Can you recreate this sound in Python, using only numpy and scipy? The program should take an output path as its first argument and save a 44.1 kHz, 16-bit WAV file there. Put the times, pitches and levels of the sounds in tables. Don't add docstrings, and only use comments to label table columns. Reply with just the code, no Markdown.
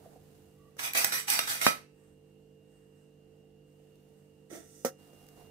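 import sys
import numpy as np
from scipy import signal
from scipy.fft import rfft, irfft
from scipy.io import wavfile
from scipy.ndimage import uniform_filter1d

SR = 44100
rng = np.random.default_rng(int(sys.argv[2]) if len(sys.argv) > 2 else 0)


def wav_out(sig):
    wavfile.write(sys.argv[1], SR, np.round(np.clip(np.atleast_2d(sig).T, -1, 1) * 32767).astype(np.int16))


N = 242581
TIME = np.arange(N) / SR


# (start [s], rise [s], length [s], level [dB])
SIFT_STROKES = [(0.7925, 0.062, 0.083, -33), (0.95, 0.029, 0.16, -25), (1.122, .012, .08, -28),
                (1.281, 0.042, 0.3, -26), (1.475, .028, .125, -30), (1.614, 0.054, 0.06, -25)]
# (time [s], level [dB], length [s], brightness [dB/octave])
BLADE_CATCHES = [(0.935, -18.5, 0.0039, 4), (0.976, -18, 0.036, 6.5), (1.0446, -15.5, 0.0062, -2.5),
                 (1.046, -11, 0.007, 3), (1.301, -11, .007, 4), (1.391, -15.5, 0.0092, -2.5)]
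# (frequency [Hz], level [dB])
MESH_EQ = [(60, -31), (150, -10), (400, -11), (800, -3.5), (1400, -1), (2100, 0.5), (2700, -2), (4400, -4),
           (6200, -2), (6800, -6.5), (7600, -1.5), (12000, -3), (15500, -7)]
# (frequency [Hz], width [Hz], level [dB])
CUP_PEAKS = [(1303, 14, 1), (2018, 16, 0), (2119, 36, 0), (2435, 26, 4), (3266, 14, 2), (3812, 50, -2),
             (4667, 16, 1), (5077, 20, 1), (5880, 90, 2), (7883, 16, 2), (8033, 16, 1), (11400, 50, 0),
             (13124, 14, 3)]

def sifter():
    force = strokes(SIFT_STROKES, below_db=9.1, sag_db_per_s=130, stop_db_per_s=270)
    force *= gain_of(0.5 + 0.29 * wander(83))
    rasp = force * grains(per_s=10000, spread_db=0.3)
    bites = [(start, db + 0.38, 0.031, -1.8) for start, _, _, db in SIFT_STROKES]
    for start, db, length, brightness in bites + BLADE_CATCHES:
        tilt = [(500, -3 * brightness), (16000, 2 * brightness)]
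        scratch = tint(burst(t60=3 * length), tilt)
        add(rasp, start, gain_of(db - 1.5) * scratch)
    sound = tint(shimmer(rasp, depth_db=4.0, hz=17), MESH_EQ, CUP_PEAKS, peak_db=6)
    lows = signal.sosfiltfilt(signal.butter(2, 2800, fs=SR, output="sos"), sound)
    highs = sound - lows
    wall = lows - 0.32 * lows[::-1]
    return kitchen(wall * pan(-5.0) + highs * pan(-3.3), wet_db=-6.5)


# (time [s], level [dB])
HANDLE_SNAPS = [(1.6657, -6.5)]
# (frequency [Hz], level [dB], t60 [s])
STEEL_MODES = [(175, -10, .1), (228, -8, .11), (522, -15, .16), (900, -10, .08), (1301, 0, .21),
               (1555, -5, .07), (1825, -16, .17), (2437, -7, .21), (2622, -35, .75), (4428, -20, .26),
               (4815, -16, .18)]
# (frequency [Hz], level [dB])
CLATTER_EQ = [(40, -25), (75, -14.5), (180, -4), (400, -2), (600, 4.5), (1000, 1), (1800, -3), (2700, -6),
              (5000, -7.5), (8000, -15), (15500, -24)]

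def handle_snap():
    swing, clatter, steel = np.zeros((3, 2, N))
    pulse_time = (TIME[:256] - .0005) / 0.00017
    pulse = pulse_time * np.exp((1 - pulse_time ** 2) / 2)
    for start, db in HANDLE_SNAPS:
        add(swing, start, gain_of(db) * pulse)
        add(clatter, start, gain_of(db - 13.5) * burst(t60=.12))
        add(steel, start, gain_of(db - 4.5) * ring(STEEL_MODES, phase_spread=2.2))
    clatter = tint(clatter - 0.77 * clatter[::-1], CLATTER_EQ)
    snap = (swing + clatter) * pan(-0.5) + steel * pan(-8.0)
    return kitchen(high_pass(snap, hz=69.1), wet_db=-14.0)


# (time [s], level [dB], click hardness [dB])
BOWL_HITS = [(0.767, -46, 5.5), (4.515, -42, -7), (4.553, -39, -4), (4.8487, -14.5, 2), (4.8604, -33, 5),
             (5.132, -48, 1), (5.375, -54, -7)]
# (frequency [Hz], level [dB], t60 [s])
BOWL_MODES = [(248, 1.5, 0.076), (347.6, -13, 0.14), (477, 5, 0.098), (534, 4.5, 0.13), (589.6, -12, .08),
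              (607, -14, 0.12), (695, -10, 0.11), (745, -12, 0.154), (1175, -7, 0.0527), (1370, -18.5, .08),
              (1837, -20.5, 0.092)]
# (frequency [Hz], level [dB])
CLICK_EQ = [(100, -36), (300, -7), (900, -6.5), (1700, -3), (2800, -18), (4400, -13.5), (5600, -5),
            (9000, -10.5), (15000, -8.5)]
# (frequency [Hz], width [Hz], level [dB])
SPATULA_PEAKS = [(1329, 34, 10.5), (1886, 81, 4.5), (3530, 90, 4), (5160, 80, -0.5), (6000, 91, 5.5),
                 (7000, 60, -0.5), (8540, 130, 2.5), (9500, 90, -11)]

def bowl_knocks():
    body, click = np.zeros((2, 2, N))
    for start, db, hardness_db in BOWL_HITS:
        add(body, start, gain_of(db + 1) * ring(BOWL_MODES, phase_spread=1.0))
        rattle = burst(t60=0.16)
        cut_off = 1 / (1 + (TIME[:rattle.shape[1]] / .055) ** 8)
        add(click, start, gain_of(db + hardness_db - 17.5) * rattle * cut_off)
    body = high_pass(high_pass(body, hz=180), hz=134)
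    click = tint(click, CLICK_EQ, SPATULA_PEAKS, peak_db=0.5)
    return kitchen(body * pan(-1.5) + click * pan(-5.5), wet_db=-22.0)


# (time [s], level [dB], pitch [Hz])
AIR_POCKETS = [(0.058, -43, 675), (0.062, -45, 505), (0.156, -46, 502), (0.159, -48, 730),
               (4.5141, -38.5, 364), (4.528, -36.5, 310), (4.571, -43, 671), (4.579, -41, 310)]

def plops():
    t, sound = TIME[:4096], np.zeros((2, N))
    envelope = (1 - np.exp(-t / 0.0011)) * np.exp(-t / 0.0066)
    for start, db, hz in AIR_POCKETS:
        add(sound, start, gain_of(db + 0.5) * envelope * np.sin(2 * np.pi * hz * t))
    return kitchen(sound * pan(-2.5), wet_db=-7)


# (start [s], rise [s], length [s], hiss [dB], drag [dB])
RUB_STROKES = [(4.508, 0.033, 0.057, -54, -53.5), (4.64, 0.12, 0.22, -63, -72.5)]
# (frequency [Hz], level [dB])
HISS_EQ = [(2500, -21), (4700, -9), (6100, -1.5), (6900, -4), (8200, -1.5), (11000, -5.5), (15000, -8)]
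# (frequency [Hz], level [dB])
DRAG_EQ = [(120, -14.5), (320, 14), (480, 2.5), (700, 8.5), (950, -11), (1300, -8.5), (2050, -2),
           (2700, -16), (3500, -10), (5000, -21)]

def wall_rub():
    shape = dict(below_db=4.3, sag_db_per_s=15, stop_db_per_s=180)
    hiss = tint(grains(per_s=10000, spread_db=0.0), HISS_EQ, SPATULA_PEAKS, peak_db=7.0)
    hiss *= gain_of(2.0) * strokes(RUB_STROKES, **shape)
    drag = tint(grains(per_s=2500, spread_db=0.5), DRAG_EQ, SPATULA_PEAKS, peak_db=1.0)
    drag *= gain_of(2.5) * strokes(RUB_STROKES, **shape, db_column=4)
    return kitchen((hiss + drag) * pan(-6.5), wet_db=-6.0)


# (start [s], rise [s], length [s], fizz [dB], churn [dB])
FOLD_STROKES = [(0.0, 0.054, 0.17, -69, -57.5), (0.2, 0.15, 0.69, -70, -67.5), (3.68, 0.44, 1, -78.5, -75),
                (4.99, 0.25, 0.41, -66.5, -62.5), (5.368, 0.011, .11, -67, -56)]
# (frequency [Hz], level [dB])
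FOAM_EQ = [(600, -13.5), (1200, 2), (2400, -1.5), (3600, -1.5), (5000, -3), (8500, -1.5), (11500, -1.5),
           (15500, -2.5)]
# (frequency [Hz], level [dB])
BATTER_EQ = [(100, -6.5), (250, -1), (500, -7.5), (740, -1), (950, -10.5), (1600, -20.5), (3000, -26)]
# (time [s], level [dB])
BUBBLE_POPS = [(3.956, -48), (5.267, -43), (5.2874, -35)]

def folding():
    shape = dict(below_db=1.6, sag_db_per_s=19, stop_db_per_s=240)
    foam = shimmer(grains(per_s=26000, spread_db=4.5), depth_db=1, hz=9.2)
    fizz = gain_of(0.5) * strokes(FOLD_STROKES, **shape) * tint(foam, FOAM_EQ)
    push = strokes(FOLD_STROKES, **shape, db_column=4) * gain_of(-4.5 + 1.5 * wander(25))
    churn = push * tint(diffuse(), BATTER_EQ)
    pops = np.zeros((2, N))
    for start, db in BUBBLE_POPS:
        add(pops, start, gain_of(db - 12) * burst(t60=0.013))
    pops = tint(pops, [(1500, -6), (5000, 0), (10000, -1), (15000, 1)])
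    return kitchen((fizz + pops) * pan(-2.8) + churn * pan(-7), wet_db=-8)


# (start [s], rise [s], length [s], level [dB])
COUNTER_MOVES = [(0.0, 0.05, .75, -65), (.78, .02, 0.057, -60.5), (1.35, 0.18, 0.36, -63),
                 (4.52, .03, .1, -66), (5.36, .02, 0.054, -68)]

def counter_rumble():
    bass = tint(diffuse(), [(25, -32.0), (50, -10.5), (90, 2.5), (130, -6.5), (220, -20), (500, -54.5)])
    floor = gain_of(-77 + 3 * wander(2.5))
    moves = strokes(COUNTER_MOVES, below_db=4, sag_db_per_s=4, stop_db_per_s=110)
    return gain_of(-2.0) * np.hypot(floor, moves) * bass * pan(-1.4)


# (start [s], length [s], level [dB])
SQUEAK_SWELLS = [(.54, 0.24, -68), (1.985, 0.12, -78.5)]
# (frequency [Hz], width [Hz], level [dB])
SQUEAK_BANDS = [(1155, 73, -4.5), (1930, 51, -15.5)]

def squeak():
    swell, tones = np.zeros((2, N))
    for start, length, db in SQUEAK_SWELLS:
        swell += gain_of(db) * np.sin(np.pi * np.clip((TIME - start) / length, 0, 1))
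    for hz, width, db in SQUEAK_BANDS:
        fuzz = wander(width / 2) + 1j * wander(width / 2)
        tones += gain_of(db) * np.real(fuzz * np.exp(2j * np.pi * hz * TIME))
    return swell * tones * pan(-7)


# (frequency [Hz], level [dB])
GRIP_EQ = [(500, -14.5), (800, -2), (1800, -3.5), (2600, -13), (5000, -12), (8200, -7.5), (15000, -14)]
# (frequency [Hz], width [Hz], level [dB])
GRIP_PEAKS = [(1840, 130, 8.1), (7250, 180, 4.6), (8200, 420, 10)]

def grip_rustle():
    swell = gain_of(-84.5 + 6 * np.minimum(wander(4), 2))
    friction = tint(grains(per_s=13000, spread_db=1.0), GRIP_EQ, GRIP_PEAKS)
    return swell * friction * pan(-3.5)


# (frequency [Hz], level [dB], left minus right [dB])
MOTOR_HUM = [(50, -81, -3), (92.8, -78, -2.5), (147.4, -65.5, -2), (196.6, -70, -7), (251, -80, -12.5),
             (295, -72, -6), (343, -74.5, 2), (443.4, -67, -11), (503.7, -73.5, -8.5)]
# (time [s], level [dB])
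WHINE_RIDE = [(0, -87), (3.0, -78.5), (4.8, -83), (4.93, -73), (5.5, -70)]

def fridge():
    hum = np.zeros((2, N))
    for hz, db, left_db in MOTOR_HUM:
        turns = hz * TIME + 0.023 * wander(7.3) + rng.random()
        hum += pan(left_db) * gain_of(db + 1.4 * wander(8.4)) * np.sqrt(2) * np.sin(2 * np.pi * turns)
    whine_hz = 2805
    whine_db = np.interp(TIME, *np.transpose(WHINE_RIDE)) + 2 + 1.2 * wander(14)
    whine = gain_of(whine_db) * np.sin(2 * np.pi * (whine_hz * TIME + .03 * wander(13)))
    return hum + whine * pan(-4.5)


# (frequency [Hz], level [dB])
AIR_EQ = [(25, -24), (48, 0.5), (68, -6.5), (92, -1), (125, -4.5), (230, 0), (480, -3), (580, -7),
          (760, -10), (1050, -20), (2500, -23.5), (2830, -12.5), (3200, -24), (5000, -26), (8200, -27),
          (15000, -30.5)]

def room_tone():
    level = gain_of(-68 + .5 * wander(2.8))
    air = tint(shimmer(diffuse(), depth_db=1.5, hz=8.2), AIR_EQ)
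    return level * air * pan(-4.0)


# (frequency [Hz], t60 [s])
KITCHEN_DECAY = [(150, 0.37), (600, 0.27), (2000, 0.29), (6000, 0.28), (14000, .22)]

def kitchen(x, wet_db):
    size = SR // 2
    signs = rng.choice([-1., 1.], (2, size))
    taps = signs * (rng.random((2, size)) < 4000 / SR) * (TIME[:size] > .003)
    hz, t, bands = signal.stft(taps, SR, nperseg=256)
    decay = gain_of(-60 * t / curve_at(KITCHEN_DECAY, hz)[:, None])
    tail = signal.istft(bands * decay, SR, nperseg=256)[1]
    tail /= np.linalg.norm(tail, axis=1, keepdims=True)
    return x + gain_of(wet_db) * signal.fftconvolve(x, tail, axes=1)[:, :N]


# (frequency [Hz], coherence [0-1])
STEREO_COHERENCE = [(60, 0.8), (300, 0.6), (640, 0.6), (1400, 0), (15000, 0)]

def diffuse():
    left, unrelated = rfft(rng.standard_normal((2, N)))
    same = curve_at(STEREO_COHERENCE, np.fft.rfftfreq(N, 1 / SR))
    right = same * left + np.sqrt(1 - same ** 2) * unrelated
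    return irfft(np.array([left, right]), N)


def strokes(rows, below_db, sag_db_per_s, stop_db_per_s, db_column=3, contact_s=0.018):
    power = np.zeros(N)
    for row in rows:
        start, rise, length = row[:3]
        t = TIME - start
        contact = np.clip(1 + t / contact_s, 0, 1) ** 2
        speeding_db = below_db * np.clip(1 - t / rise, 0, 1)
        slowing_db = sag_db_per_s * np.maximum(t - rise, 0) + stop_db_per_s * np.maximum(t - length, 0)
        power += (contact * gain_of(row[db_column] - speeding_db - slowing_db)) ** 2
    return np.sqrt(power)


def grains(per_s, spread_db):
    size = gain_of(spread_db * np.minimum(rng.exponential(1, N), 4))
    fires = rng.random(N) < per_s / SR
    return unit_rms(size * fires * rng.standard_normal((2, N)))


def burst(t60, size=8192):
    return rng.standard_normal((2, size)) * gain_of(-60 * TIME[:size] / t60)


def ring(modes, phase_spread, size=16384):
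    t = TIME[:size]
    phases = phase_spread * rng.uniform(.6, 1, (len(modes), 1, 1)) * np.array([[-.5], [.5]])
    sound = sum(gain_of(db - 60 * t / t60) * np.sin(2 * np.pi * hz * t + phase)
                for (hz, db, t60), phase in zip(modes, phases))
    return sound / abs(sound).max()


def tint(x, eq, peaks=(), peak_db=0, size=4096):
    hz = np.fft.rfftfreq(size, 1 / SR)
    lift = 1 + sum(gain_of(db + peak_db) ** 2 / (1 + (2 * (hz - centre) / width) ** 2)
                   for centre, width, db in peaks)
    magnitude = gain_of(curve_at(eq, hz)) * np.sqrt(lift)
    cepstrum = irfft(np.log(magnitude + 1e-5))
    causal = np.r_[1, np.full(size // 2 - 1, 2), np.zeros(size // 2)]
    taps = irfft(np.exp(rfft(cepstrum * causal)))
    return signal.oaconvolve(x, taps[None] / np.linalg.norm(taps), axes=1)[:, :x.shape[1]]


def shimmer(x, depth_db, hz):
    bands = signal.stft(x, SR, nperseg=512, noverlap=384)[2]
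    field = rng.standard_normal(bands.shape)
    frames = max(1, round(SR / 128 / hz))
    for _ in range(2):
        field = uniform_filter1d(field, size=2, axis=1)
        field = uniform_filter1d(field, size=frames, axis=2)
    ripple = gain_of(depth_db * unit_rms(field))
    ripple /= np.sqrt(np.mean(ripple ** 2, axis=1, keepdims=True))
    return signal.istft(bands * ripple, SR, nperseg=512, noverlap=384)[1][:, :N]


def wander(hz):
    rolloff = 1 + (np.fft.rfftfreq(N, 1 / SR) / hz) ** 4
    return unit_rms(irfft(rfft(rng.standard_normal(N)) / rolloff, N))


def high_pass(x, hz):
    return signal.sosfilt(signal.butter(2, hz, "high", fs=SR, output="sos"), x)


def gain_of(db):
    return 10 ** (np.asarray(db) / 20)


def unit_rms(x):
    return x / np.sqrt(np.mean(x ** 2) + 1e-20)


def curve_at(points, hz):
    f, value = np.transpose(points)
    return np.interp(np.log(hz + 1), np.log(f + 1), value)


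def pan(left_db):
    return gain_of(np.array([[left_db], [-left_db]]) / 2)


def add(mix, start, sound):
    part = mix[:, round(start * SR):][:, :sound.shape[-1]]
    part += sound[..., :part.shape[1]]


def scene():
    sifting = sifter() + handle_snap()
    bowl = bowl_knocks() + plops() + wall_rub() + folding()
    background = counter_rumble() + fridge() + room_tone() + squeak() + grip_rustle()
    return sifting + bowl + background


def record(dry):
    edge_hz = 15650
    high_cut = signal.firwin(401, edge_hz, window=("kaiser", 8), fs=SR)
    return signal.oaconvolve(dry, high_cut[None], "same", axes=1)


dry = scene()
out = record(dry)
wav_out(out)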